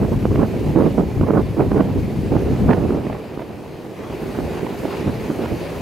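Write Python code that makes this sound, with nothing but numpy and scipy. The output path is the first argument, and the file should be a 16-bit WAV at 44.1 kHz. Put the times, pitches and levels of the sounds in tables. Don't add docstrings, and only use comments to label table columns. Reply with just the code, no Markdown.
import sys
import numpy as np
from scipy import signal
from scipy.fft import rfft, irfft, next_fast_len
from scipy.io import wavfile
from scipy.ndimage import uniform_filter1d, minimum_filter1d, map_coordinates

SR = 44100
rng = np.random.default_rng(int(sys.argv[2]) if len(sys.argv) > 2 else 0)


def transcribe(u):
    v = np.clip(np.atleast_2d(u).T, -1, 1)
    q = np.round(v * 32767).astype(np.int16)
    wavfile.write(sys.argv[1], SR, q)


N = 256220


def wind():
    # time in seconds, then rumble, flutter and tearing levels in dB.
    steady_levels = [(0.0, -20.5, -25, -40), (0.65, -20.5, -26.5, -42.5), (1.1, -23.5, -28.5, -45),
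                     (1.5, -23.5, -31.5, -47), (1.9, -23, -25, -40.5), (2.15, -20.5, -28, -53),
                     (2.6, -19, -22, -34.5), (2.8, -21, -20, -33.5), (3.08, -28, -23.5, -36),
                     (3.2, -37, -32.5, -37.5), (3.9, -42.5, -36, -48), (4.42, -30, -28, -35),
                     (4.7, -35, -30, -38.5), (5.15, -33, -28.5, -40.5), (5.81, -32.5, -32, -39.5)]
    # frequency in Hz, relative level in dB.
    rumble_spectrum = [(12, -36), (28, -19.5), (50, -6), (80, -3), (130, -2), (200, -4.5), (300, -10.5),
                       (500, -28), (1000, -83.5)]
    flutter_spectrum = [(50, -36.5), (120, -3), (220, 1), (340, 1), (450, -3), (620, -14), (850, -21),
                        (1400, -39.5), (3000, -84.5)]
    tearing_spectrum = [(250, -47), (500, 5), (760, 1.5), (1050, -4), (1500, -12), (2300, -24.5),
                        (3400, -39.5), (6000, -51), (12000, -54)]
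    light_wind_db, moderate_wind_db = -30.5, -28
    dull_above_hz = 151
    rumble_gain, flow, tearing_gain = np.hypot(amp(curves(steady_levels)), gusts())
    surge = np.tanh(wobble(48))
    crackle = wobble(210)
    brisk_share = flow ** 2 / (flow ** 2 + amp(light_wind_db) ** 2)
    lowpass = [(dull_above_hz, 0), (2 * dull_above_hz, -20)]
    dull = unit(colour(rush(rumble_spectrum, side_db=-7.5, patchy_db=2.0), lowpass))
    brisk = rush(rumble_spectrum, side_db=-9.5, patchy_db=0.0)
    body = np.sqrt(brisk_share) * brisk + np.sqrt(1 - brisk_share) * dull
    rumble = rumble_gain * body * unit(amp(1.66 * wobble(40) + 2.0 * wobble(14)))
    flutter = flow * rush(flutter_spectrum, side_db=-11.5, patchy_db=1.16)
    flutter *= unit(amp(2.34 * surge + 2.04 * crackle))
    tearing = tearing_gain * rush(tearing_spectrum, side_db=-11.5, patchy_db=1.74)
    tearing *= unit(amp(3.0 * surge + 3.9 * crackle))
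    excess_db = 20 * np.log10(flow) - moderate_wind_db
    heading_db = -3.5 - 0.21 * excess_db + 0.2 * wobble(7)
    return rumble * panned(1.3)[:, None] + (flutter + tearing) * panned(heading_db)


def gusts():
    # start and length in seconds, flutter level in dB,
    # then tearing and rumble in dB relative to the flutter.
    strikes = [(0.005, 0.039, -18.5, -10, -15), (0.118, 0.024, -24, -9.5, -2),
               (0.249, 0.0052, -23.5, -5, -12), (0.308, 0.023, -21.5, -14, 0),
               (0.389, 0.045, -15, -8.5, -9), (0.537, 0.013, -23.5, -25, -8),
               (0.635, 0.054, -30, -15, 10.5), (0.758, 0.11, -13, -15.5, -14),
               (0.981, 0.027, -15.5, -12, -7), (1.213, 0.025, -18, -10.5, 3), (1.269, 0.049, -18, -10, -4),
               (1.338, 0.051, -14.5, -11.5, -5), (1.57, 0.064, -15.5, -12.5, -9),
               (1.713, 0.1, -17, -9.5, -5), (2.321, 0.046, -15.5, -15.5, -17), (2.595, 0.066, -26, -20, 6),
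               (2.69, 0.021, -12, -5, -8), (4.1, 0.035, -30, -7, -2), (4.222, 0.01, -30.5, -21, -19),
               (4.382, 0.081, -29, -23, -6), (4.627, 0.012, -25, -21, -21), (5.067, 0.01, -21, -9.5, -2.5),
               (5.302, 0.016, -25.5, -8, -10), (5.412, 0.027, -24, -9, -22),
               (5.522, 0.0048, -19, -29, -7.5)]
    tear_exponent = 1.5
    power = np.zeros((3, N))
    for start, length, level_db, tear_db, rumble_db in strikes:
        shape = swell(start, length, attack_s=0.006, release_s=0.026)
        bands = np.array([amp(rumble_db) * shape, shape, amp(tear_db) * shape ** tear_exponent])
        power += (amp(level_db) * bands) ** 2
    return np.sqrt(power)


def eddies():
    # time in seconds, relative thud and snap levels in dB.
    hits = [(0.254, 2, -29), (0.358, 0, -25.5), (0.76, 3.5, -27.5), (0.822, 4, -32), (0.986, -0.5, -45),
            (1.212, 2, -30), (1.306, 8, -32.5), (1.595, 3, -37), (1.717, 3.5, -29), (1.807, 0, -25),
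            (2.71, -5, -20), (2.733, -14, -19), (2.906, -2.5, -37), (3.068, -7, -33), (3.128, -18, -29),
            (3.168, -21, -36), (3.375, -6.5, -48), (3.394, -22, -32), (3.42, -22, -31), (4.388, -2, -39),
            (4.667, -14, -26), (4.854, -4.5, -27), (5.079, -4, -45), (5.458, -22, -27.5)]
    # frequency in Hz, relative level in dB.
    thud_spectrum = [(20, -36), (100, -0.5), (350, 8.5), (700, -9), (1300, -15), (2500, -53.5),
                     (6000, -116)]
    snap_spectrum = [(100, -32), (500, 10), (1000, 5), (1600, -2.5), (2600, -10), (3600, -20), (5000, -31),
                     (7000, -47), (16000, -70)]
    snap_delay_s, snap_decay_s = 0.001, 0.0026
    fronts, snap_gain = np.zeros(N), np.zeros(N)
    t = np.arange(N) / SR
    for start, thud_db, snap_db in hits:
        fronts[round(start * SR)] = amp(thud_db - 8.0)
        snap_gain += amp(snap_db + 5.0) * np.exp(-np.abs(t - start - snap_delay_s) / snap_decay_s)
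    swing = colour(signal.unit_impulse(N), thud_spectrum)[:SR // 10]
    thuds = signal.fftconvolve(fronts, swing / np.abs(swing).max())[:N]
    snaps = snap_gain * rush(snap_spectrum, side_db=-18, patchy_db=2.0)
    return (thuds + snaps) * panned(-5.5)[:, None]


def spills():
    # start and length in seconds, level in dB.
    waves = [(3.97, 0.16, -45.5), (4.334, 0.05, -55), (4.535, 0.064, -38), (4.908, 0.078, -36.5),
             (5.24, 0.04, -37), (5.422, 0.031, -39.5)]
    # frequency in Hz, relative level in dB.
    splash_spectrum = [(400, -23), (900, 4.5), (1500, -0.5), (2500, -4.5), (4000, -15), (8000, -27),
                       (16000, -42)]
    envelope = sum(amp(db) * swell(start, length, attack_s=0.01, release_s=0.022)
                   for start, length, db in waves)
    splash = rush(splash_spectrum, side_db=-9, patchy_db=4.0)
    grains = unit(amp(3.0 * wobble(150)))
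    return envelope * splash * grains


def surf():
    # time in seconds, relative wash and foam levels in dB.
    sea_levels = [(0.0, -45.5, -54.5), (0.63, -44.5, -53.5), (1.5, -47, -56), (2.62, -43.5, -53.3),
                  (3.28, -49, -60), (3.92, -49.5, -59), (4.36, -42, -51), (4.62, -43.5, -54),
                  (4.82, -41.5, -50), (4.98, -41.5, -53.5), (5.27, -42.5, -52), (5.81, -41.5, -52.5)]
    # frequency in Hz, relative level in dB.
    wash_spectrum = [(100, -35), (230, -3.5), (390, 20.5), (550, 13.5), (800, 7), (1350, -2.5), (1900, -.5),
                     (2450, -0.5), (2900, -3.5), (3400, -8.5), (4300, -9), (5000, -11.5), (5700, -21),
                     (14000, -55)]
    foam_spectrum = [(2500, -23), (4500, -1.5), (6400, 3), (7500, -0.5), (9000, -1.5), (11000, -0.5),
                     (12500, 1.5), (14000, -4.5), (16000, -5.5)]
    wash_db, foam_db = curves(sea_levels)
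    churn_db = 0.5 * wobble(60)
    wash_gain = amp(wash_db + 10.5 + churn_db + 0.76 * wobble(11))
    wash = wash_gain * rush(wash_spectrum, side_db=-9, patchy_db=0.9)
    foam = amp(foam_db + 1.63 + churn_db) * rush(foam_spectrum, side_db=-8.5, patchy_db=1.4)
    return wash * panned(0.9)[:, None] + foam * panned(-0.23)[:, None]


def rush(spectrum, side_db, patchy_db):
    cells = signal.stft(rng.standard_normal((2, N)), nperseg=512)[2]
    patches = uniform_filter1d(rng.standard_normal(cells.shape[1:]), size=6, axis=0)
    patches = uniform_filter1d(patches, size=14, axis=1)
    pair = signal.istft(cells * amp(patchy_db * unit(patches)), nperseg=512)[1][:, :N]
    mid, side = colour(pair, spectrum)
    return unit(mid) + np.outer([1, -1], amp(side_db) * unit(side))


def colour(x, spectrum):
    size = 2 * next_fast_len(N // 2 + 8192)
    hz, db = np.transpose(spectrum)
    gain = amp(np.interp(np.log(np.fft.rfftfreq(size, 1 / SR) + 1), np.log(hz), db))
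    cepstrum = irfft(np.log(gain))
    cepstrum[1:size // 2] *= 2
    cepstrum[size // 2 + 1:] = 0
    return irfft(rfft(x, size) * np.exp(rfft(cepstrum)), size)[..., :N]


def swell(start, length, attack_s, release_s):
    t = np.arange(N) / SR
    return np.exp(-np.maximum(start - t, 0) / attack_s - np.maximum(t - start - length, 0) / release_s)


def wobble(rate):
    knots = rng.standard_normal(int(N * rate / SR) + 4)
    return map_coordinates(knots, [np.arange(N) * rate / SR])


def curves(rows):
    times, *columns = np.transpose(rows)
    return [np.interp(np.arange(N) / SR, times, column) for column in columns]


def panned(left_right_db):
    gains = amp(np.array([left_right_db, -left_right_db]) / 2)
    return gains / gains.mean(axis=0)


def amp(db):
    return 10 ** (np.asarray(db) / 20)


def unit(x):
    return x / np.sqrt(np.mean(x ** 2) + 1e-20)


def scene():
    return wind() + eddies() + surf() + spills()


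def record(dry):
    window_samples, top_hz = 441, 15800
    needed_gain = 1 / np.maximum(np.abs(dry).max(axis=0), 1)
    held_gain = minimum_filter1d(needed_gain, size=window_samples)
    gain = uniform_filter1d(held_gain, size=window_samples)
    size = next_fast_len(N + SR // 2)
    passband = np.fft.rfftfreq(size, 1 / SR) < top_hz
    return irfft(rfft(dry * gain, size) * passband, size)[:, :N]


dry = scene()
out = record(dry)
transcribe(out)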